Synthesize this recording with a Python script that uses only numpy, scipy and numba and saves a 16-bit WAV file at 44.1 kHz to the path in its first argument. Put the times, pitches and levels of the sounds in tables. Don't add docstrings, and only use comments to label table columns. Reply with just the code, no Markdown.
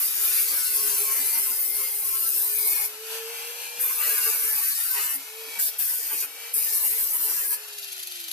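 import sys
import numpy as np
from scipy import signal
from scipy.fft import rfft, irfft, next_fast_len
from scipy.io import wavfile
from scipy.ndimage import uniform_filter1d, map_coordinates
from numba import njit

SR = 44100
rng = np.random.default_rng(int(sys.argv[2]) if len(sys.argv) > 2 else 0)


def digitize_waveform(pressure):
    field = np.atleast_2d(pressure).T
    bounded = np.clip(field, -1, 1)
    quanta = np.round(bounded * 32767).astype(np.int16)
    wavfile.write(sys.argv[1], SR, quanta)


N = 366912
T = np.arange(N) / SR
FFT_SIZE = next_fast_len(N)
HZ = np.maximum(np.arange(FFT_SIZE // 2 + 1) * SR / FFT_SIZE, 1)


def grinding(rubbing):
    # (pitch [Hz], level [dB])
    colour = [(150, -58.5), (250, -54), (334, -63), (409, -15), (600, -26.5), (740, -33), (835, -17.5),
              (1260, -22.5), (1490, -19), (2520, -18), (3420, -22.5), (4810, -15), (7480, -16),
              (13300, -8.5), (14500, -11)]
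    # (pitch [Hz], width [Hz], level against the colour [dB])
    modes = [(9940, 310, -9), (10290, 53, 2.5), (10930, 150, -2), (11750, 96, -12), (14300, 700, 1),
             (13500, 110, 6)]
    ringing = np.sqrt(1 + peaks(modes) ** 2)
    sheet = stereo(rubbing, undb(over_hz(colour)) * ringing)
    sheet = rfft(patchy(sheet, slow_db=1.0, quick_db=3.8, own_db=2.6, bass_db=20), FFT_SIZE)
    low, high = 1 / (1 + (HZ / 3250) ** 16), 1 / (1 + (8200 / HZ) ** 16)
    bands = [unit(irfft(sheet * part, FFT_SIZE)[:, :N]) for part in (high, 1 - low - high, low)]
    hand_tremble = undb(np.outer((0.6, -0.55, 1.06), walk(24.8)))
    return sum(band * gain for band, gain in zip(bands, pressure() * hand_tremble))


def pressure():
    # (time [s], screech [dB], middle drone against screech [dB], low drone against screech [dB])
    touches = [
        [(0, -18, -18, -19), (0.14, -23, -15.5, -21), (0.2, -19.5, -15, -20.5), (0.38, -17.5, -16, -19),
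         (0.45, -20, -15.5, -20), (0.7, -21, -13.5, -21), (1.4, -20, -17, -21), (1.7, -24, -17.5, -26),
         (1.8, -21.5, -16, -20.5), (1.92, -23.5, -19.5, -22.5), (2.4, -20.5, -17, -24),
         (2.47, -21.5, -18.5, -20), (2.62, -21, -16.5, -21), (2.86, -22, -16, -19.5)],
        [(3.8, -27, -13, -13), (3.812, -20.5, -19.5, -21.5), (3.9, -25, -14, -14.5), (3.97, -22.5, -17.5, -17),
         (4.04, -21, -14, -13.5), (4.28, -19.5, -14, -18), (4.38, -21.5, -16.5, -17),
         (4.68, -21.5, -14.5, -18.5), (4.76, -24.5, -11, -18), (4.93, -22.5, -17, -19.5),
         (4.98, -23.5, -9.5, -9), (5.16, -23.5, -18.5, -19)],
        [(5.594, -19.5, -15.5, -19), (5.66, -20, -15, -26), (5.69, -24.5, -10.5, -18.5)],
        [(5.79, -19.5, -25, -28), (5.8, -20.5, -18, -21.5), (5.95, -23, -16, -21), (6.04, -27.5, -10.5, -19),
         (6.12, -23.5, -17.5, -15.5), (6.215, -23, -12.5, -21), (6.245, -26, -14, -13)],
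        [(6.541, -18.5, -21.5, -26.5), (6.72, -24.5, -11.5, -15), (6.82, -22, -16.5, -22.5),
         (6.9, -22.5, -16.5, -20.5), (7.09, -25, -13.5, -19), (7.21, -23.5, -18.5, -20.5),
         (7.31, -22.5, -14.5, -19), (7.44, -24, -15, -18.5), (7.49, -22, -22.5, -27), (7.54, -19.5, -16, -20)],
    ]
    # (time [s], boost [dB])
    bites = [(0.75, 2), (2.39, 1), (2.69, 4), (4.694, 2), (5.026, 3), (6.748, 6), (6.88, 3), (7.02, 4),
             (7.157, 3.5), (7.247, 4.5)]
    land_db_per_s, lift_db_per_s, bite_s = 1808, 479, 0.029
    gains = np.zeros((3, N))
    for touch in touches:
        s, screech_db, middle_db, low_db = np.transpose(touch)
        edge_db = -land_db_per_s * np.maximum(s[0] - T, 0) - lift_db_per_s * np.maximum(T - s[-1], 0)
        for gain, db in zip(gains, (screech_db, screech_db + middle_db, screech_db + low_db)):
            gain += undb(np.interp(T, s, db) + edge_db)
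    gains[0] *= undb(sum(db * np.exp(-((T - s) / bite_s) ** 2) for s, db in bites))
    return gains


def grit(smooth_hz):
    # (time [s], spread [share of speed])
    wobble = [(0, .001), (2.9, .001), (3.8, .003), (5.2, .004), (6.5, .007), (7.6, .007)]
    # (pitch [Hz], level [dB])
    repeats = [(500, 16), (1500, 12), (2800, 9), (4500, 3), (8000, 2), (13000, -6)]
    carry_over, steady_share, multiples = .54, .28, 32
    disc_hz = smooth_hz * (1 + over_time(wobble) * walk(15))
    noise = rng.standard_normal((4, N))
    turns, lag = np.cumsum(disc_hz) / SR, SR / disc_hz
    again = unit(np.array([repeat(repeat(x, lag, carry_over), lag, carry_over) for x in noise[:2]]))
    rim_band = HZ < multiples * disc_hz.min()
    rim = rfft(flaps(turns, disc_hz, multiples), FFT_SIZE)
    again = rfft(again, FFT_SIZE) * np.sqrt(1 - steady_share * rim_band) + np.sqrt(steady_share) * rim
    throb_db = 2.0 * np.sin(2 * np.pi * turns) + 0.84 * np.sin(4 * np.pi * turns + 2 * walk(11))
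    bite_db = 2.0 * unit(uniform_filter1d(rng.standard_normal(N), size=60))
    fresh = unit(noise[2:] * undb(throb_db + bite_db + 0.75 * walk(55)))
    share = 1 / (1 + undb(-over_hz(repeats)) ** 2)
    return np.sqrt(share) * again + np.sqrt(1 - share) * rfft(fresh, FFT_SIZE)


@njit
def repeat(x, lag, carry_over):
    y = np.zeros(len(x))
    for i in range(len(x)):
        at = i - lag[i]
        k = int(at)
        y[i] = x[i]
        if k > 0:
            y[i] += carry_over * (y[k] + (at - k) * (y[k + 1] - y[k]))
    return y


def flaps(turns, disc_hz, multiples):
    # (time [s], level [dB])
    firmness = [(0, -3.5), (2.9, -8.5), (3.8, -3), (5.2, -9.5), (5.8, -1), (6.5, -25.5), (7.6, -18)]
    angle = np.arange(1024) / 1024
    orders, phases = np.arange(1, multiples + 1)[:, None], rng.random((2, multiples, 1))
    rims = np.sum(np.sin(2 * np.pi * (orders * angle + phases)), axis=1)
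    tones = np.array([np.interp(turns, angle, rim, period=1) for rim in rims])
    return undb(over_time(firmness)) * 2 * np.sqrt(disc_hz / SR) * tones


def singing(rubbing):
    # (start [s], length [s], pitch [Hz], level [dB])
    notes = [(0.905, 0.49, 2333, -46.5), (1.238, 0.84, 2113, -50.5), (0.501, 0.63, 10050, -31.5),
             (1.29, 0.58, 9370, -43.5), (1.581, 0.12, 14300, -30), (2.054, 0.31, 1335, -51.5),
             (0.197, 0.66, 1095, -63), (1.05, 0.12, 1090, -47.5), (1.3, 0.44, 1067, -61),
             (2.05, 0.16, 1070, -49.5), (0.3, 0.55, 1474, -56), (4.01, 0.11, 2000, -44),
             (6.725, 0.12, 1725, -53.5), (7.004, 0.08, 1724, -59), (7.5, 0.08, 1720, -50),
             (2.326, 0.12, 11700, -32.5), (2.392, 0.48, 2480, -49), (2.514, 0.35, 2227, -43.5),
             (3.802, 0.1, 12840, -27), (4.105, 0.35, 1470, -48), (4.19, 0.14, 2815, -45),
             (4.398, 0.35, 10450, -41), (4.725, 0.25, 13900, -50), (4.732, 0.18, 10070, -35),
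             (4.842, 0.25, 1550, -45), (6.101, 0.16, 13700, -50), (6.878, 0.58, 13580, -32.5)]
    drive, out = stereo(rubbing, 1), np.zeros((2, N))
    for s, length, hz, db in notes:
        span = slice(max(int((s - .03) * SR), 0), int((s + length + 0.045) * SR))
        width_hz = 50 + 0.006 * hz
        mode = signal.iirpeak(hz, hz / width_hz, SR)
        tone = unit(signal.lfilter(*mode, signal.lfilter(*mode, drive[:, span])))
        out[:, span] += undb(db) * tone * signal.windows.tukey(tone.shape[1], .6)
    return out


def low_notes(disc_hz):
    # (start [s], length [s], level [dB])
    notes = [(0.493, 0.045, -57), (0.695, 0.052, -61), (0.843, 0.058, -58), (1.184, 0.062, -53),
             (1.34, 0.072, -60), (1.504, 0.054, -56), (1.78, 0.061, -57.5), (2.548, 0.036, -52),
             (2.926, 0.034, -65), (4.336, 0.053, -60), (4.422, 0.053, -47), (5.093, 0.14, -58.5),
             (5.467, 0.027, -61), (5.68, 0.082, -72), (6.028, 0.037, -62), (6.115, 0.045, -61),
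             (6.202, 0.16, -65), (6.96, 0.055, -58), (7.153, 0.25, -65), (7.455, 0.03, -62),
             (7.53, 0.057, -72)]
    # (multiple of disc speed, offset from the low drone [dB])
    flickers = [(4, -14), (5, -13), (6, -14), (8, -12), (10, -11)]
    angle = 2 * np.pi * np.cumsum(disc_hz) / SR
    swell = sum(undb(db) * np.exp(-((T - s - length / 2) / (length / 2)) ** 6) for s, length, db in notes)
    out = swell * undb(5.6 * walk(25)) * np.sin(2 * angle + walk(12))
    drone = pressure()[2]
    for order, db in flickers:
        flicker_db = 15 * (np.tanh(3 * walk(16)) - 1.5)
        out += drone * undb(db + flicker_db) * np.sin(order * angle + walk(5))
    return np.sqrt(2) * out


def motor(hz):
    # (time [s], hum [dB], whine at five
    # times the speed [dB])
    levels = [(0, -60, -69), (0.45, -55, -62), (0.63, -64, -76), (0.8, -48, -60), (0.93, -56, -61),
              (1.2, -54.5, -49), (1.8, -58, -65), (2.4, -55.5, -75), (2.85, -54, -60), (3.2, -42.5, -59),
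              (3.5, -48.5, -48), (3.8, -54, -48.5), (4.2, -54, -53), (4.45, -52.5, -56), (4.65, -69, -62),
              (4.8, -111, -66), (4.97, -49, -48), (5.15, -73, -54), (5.4, -45, -61.5), (5.57, -61, -41.5),
              (5.7, -59.5, -65), (6.2, -60.5, -62), (6.4, -54.5, -49.5), (6.6, -58, -56), (7.0, -58, -62),
              (7.4, -61.5, -70), (7.7, -56.5, -65), (8.32, -64, -75)]
    housing_hz, housing_width_hz = 3253, 87
    s, *columns = np.transpose(levels)
    hum_db, whine_db = (np.interp(T, s, column) for column in columns)
    turns, out = np.cumsum(hz) / SR, np.zeros((2, N))
    housing_db = -10 * np.log10(1 + (2 * (7 * hz - housing_hz) / housing_width_hz) ** 2)
    for order, db in ((1, hum_db), (3, hum_db - 16), (5, whine_db), (7, hum_db - 4 + housing_db)):
        waver_db, drift = 1.7 * walk(22), .45 * walk(14)
        for side in out:
            gain = undb(db + waver_db + 1.2 * walk(9))
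            side += gain * np.sin(2 * np.pi * order * turns + drift + .4 * walk(5))
    return np.sqrt(2) * out


def fan():
    # (time [s], level [dB])
    levels = [(0, -19.5), (2.85, -34.5), (3.0, -35), (3.15, -31.5), (3.75, -32.5), (5.25, -37), (5.55, -32),
              (5.75, -34.5), (6.3, -37.5), (6.5, -34), (7.62, -37.5), (7.75, -37), (8.32, -37)]
    # (pitch [Hz], level [dB])
    working_air = [(290, -46), (400, -9), (500, -8.5), (650, -11), (870, -5), (1200, -10.5), (1370, -5),
                   (1650, -6), (2100, -5.5), (2600, -0.5), (2950, -2.5), (3250, -2.5), (3450, -8),
                   (4200, -4.5), (6300, -6), (7400, -8), (10500, -4), (13100, -0.5), (14500, -3)]
    # (pitch [Hz], level [dB])
    turned_air = [(290, -50), (500, -43), (663, -8), (1180, -21), (1420, -6), (2160, -10), (2490, -1),
                  (4500, -2.5), (5260, -5), (7800, -7), (9240, -8.5), (11300, -3), (14500, -5.5)]
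    turned = np.interp(T, (7.63, 7.8), (0, 1))
    air = np.sqrt(1 - turned) * hiss(undb(over_hz(working_air)))
    air += np.sqrt(turned) * hiss(undb(over_hz(turned_air)))
    air = unit(patchy(air, slow_db=.4, quick_db=1.5, own_db=.5))
    recede = 1 / np.hypot(1, pressure()[0] / undb(-36))
    return air * recede * undb(over_time(levels) + walk(14))


def gear_chatter():
    # (time [s], level [dB], extra gain of the crack [dB])
    knocks = [(7.6357, -27, -10), (7.681, -27.5, -11), (7.7303, -27, -7), (7.785, -21.5, -4),
              (7.8215, -26, -6), (7.84, -22.5, -10), (7.8808, -27.5, -8), (7.9209, -19, -16),
              (7.967, -27.5, 0), (7.993, -24, -6), (8.0312, -21, -10), (8.0726, -23, 3), (8.1145, -24, -9),
              (8.158, -23, -11), (8.201, -25, -2), (8.2142, -35, 1), (8.2404, -25.5, -2), (8.283, -22.5, 1),
              (8.3145, -20, 0)]
    # (pitch [Hz], width [Hz], level [dB])
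    gearbox = [(3740, 680, -3.5), (4540, 180, 1.5), (6300, 550, -3.5), (11200, 480, 5), (13200, 1500, -2.5)]
    crack_s, shake_s = .0016, .011
    ticks = unit(undb(2.5 * unit(uniform_filter1d(rng.standard_normal(N), size=120))))
    shape = np.zeros(N)
    for s, db, crack_db in knocks:
        since = T - s
        crack = (since > 0) * np.exp(-abs(since) / crack_s)
        shake = np.exp(-((since - .005) / shake_s) ** 2) * ticks
        shape += undb(db - 6) * (undb(crack_db) * crack + undb(-7) * shake)
    return shape * hiss(peaks(gearbox) / (1 + (900 / HZ) ** 2))


def thumps():
    # (time [s], level [dB])
    soft_thumps = [(3.79, -58), (5.59, -55), (5.795, -62), (6.54, -63), (7.78, -66), (7.967, -65),
                   (8.13, -66)]
    half_length_s, corner_hz = 0.023, 201
    shape = sum(undb(db) * np.exp(-((T - s) / half_length_s) ** 2) for s, db in soft_thumps)
    return shape * hiss(1 / (1 + (HZ / corner_hz) ** 4))


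def room_echo(dry, fade_s=.3, level_db=-15):
    t = T[:SR // 2]
    tail = rng.standard_normal((2, len(t))) * 1000 ** (-t / fade_s) * (t > .006)
    tail = signal.lfilter([1], [1, -.3], tail)
    tail *= undb(level_db) / np.sqrt(np.sum(tail ** 2, axis=1, keepdims=True))
    return signal.fftconvolve(dry, tail, axes=1)[:, :N]


def thin_bass(x, dip_db=-22):
    # (time [s], half length [s], upper edge [Hz])
    dips = [(0.095, .1, 744), (0.403, 0.091, 755), (0.655, .09, 736), (2.145, 0.086, 736), (2.5, 0.14, 610),
            (3.92, 0.054, 750), (4.208, 0.047, 730), (4.672, 0.042, 980), (4.72, 0.3, 695),
            (5.918, 0.064, 735), (7.07, .1, 760)]
    hz, s, spectrum = signal.stft(x, SR, nperseg=1024)
    depth = sum(np.outer(1 / (1 + (hz / edge) ** 8), np.exp(-((s - at) / half) ** 4))
                for at, half, edge in dips)
    return signal.istft(spectrum * undb(dip_db * depth), nperseg=1024)[1][:, :N]


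def patchy(x, slow_db, quick_db, own_db, bass_db=0):
    hz, _, spectrum = signal.stft(x, SR, nperseg=1024)
    def patches(bins, frames, channels):
        cells = rng.standard_normal((channels, *spectrum.shape[1:]))
        for _ in range(2):
            cells = uniform_filter1d(uniform_filter1d(cells, bins, axis=1), frames, axis=2)
        return unit(cells)
    db = slow_db * patches(3, 14, 1) + quick_db * patches(2, 3, 1) + own_db * patches(3, 8, 2)
    db = 7 * np.tanh(np.maximum(db, 0) / 7) + np.minimum(db, 0)
    db -= bass_db * np.maximum(patches(3, 5, 1), 0) / (1 + (hz[:, None] / 900) ** 4)
    spectrum[0] *= np.exp(2j * np.minimum(hz / 1500, 1)[:, None] * patches(8, 60, 1)[0])
    return signal.istft(spectrum * undb(db), nperseg=1024)[1][:, :N]


def stereo(pair, gain):
    # (pitch [Hz], likeness [0 to 1])
    likeness = [(300, 1), (640, 0.53), (1400, 0.89), (3000, 1), (10000, 0.27)]
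    # (pitch [Hz], left minus right [dB])
    balance = [(500, -1), (1200, 2), (2400, 0), (4400, 3), (14000, 3)]
    alike, lean = over_hz(likeness), undb(over_hz(balance) / 2)
    left = alike * pair[0] + np.sqrt(1 - alike ** 2) * pair[1]
    return irfft(gain * np.array([left * lean, pair[0] / lean]), FFT_SIZE)[:, :N]


def hiss(gain):
    return unit(stereo(rfft(rng.standard_normal((2, N)), FFT_SIZE), gain))


def peaks(modes):
    return np.sqrt(sum(undb(db) ** 2 / (1 + (2 * (HZ - hz) / width) ** 2) for hz, width, db in modes))


def walk(rate):
    knots = rng.standard_normal(int(N / SR * 60) + 2)
    return map_coordinates(knots, [T[::64] * rate], order=3).repeat(64)[:N]


def over_hz(points):
    hz, value = np.transpose(points)
    return np.interp(np.log(HZ), np.log(hz), value)


def over_time(points):
    return np.interp(T, *np.transpose(points))


def undb(db):
    return 10 ** (np.asarray(db) / 20)


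def unit(x):
    return x / np.sqrt(np.mean(x ** 2))


def scene():
    # (time [s], speed [turns per s])
    speed = [(0, 403), (0.2, 415), (0.5, 412), (0.92, 422), (1.2, 412), (1.55, 402), (2.0, 416), (2.2, 412),
             (2.87, 423), (3.1, 447), (3.45, 467), (3.85, 479), (4.2, 453), (4.5, 445), (4.75, 432),
             (5.16, 421), (5.4, 446), (5.59, 460), (5.7, 458), (5.9, 466), (6.25, 452), (6.55, 469),
             (6.9, 447), (7.4, 427), (7.6, 424), (7.75, 416), (8.1, 364), (8.32, 332)]
    gear_ratio = 37 / 12
    motor_hz = uniform_filter1d(over_time(speed), size=SR // 20)
    disc_hz = motor_hz / gear_ratio
    rubbing = grit(disc_hz)
    dry = motor(motor_hz) + thin_bass(fan() + grinding(rubbing) + low_notes(disc_hz))
    dry += singing(rubbing) + gear_chatter() + thumps()
    return dry + room_echo(dry)


def record(dry, low_hz=183, top_hz=14520):
    no_bass = signal.sosfilt(signal.butter(4, low_hz, "high", fs=SR, output="sos"), dry)
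    return signal.sosfilt(signal.ellip(16, .5, 80, top_hz, fs=SR, output="sos"), no_bass)


dry = scene()
out = record(dry)
digitize_waveform(out)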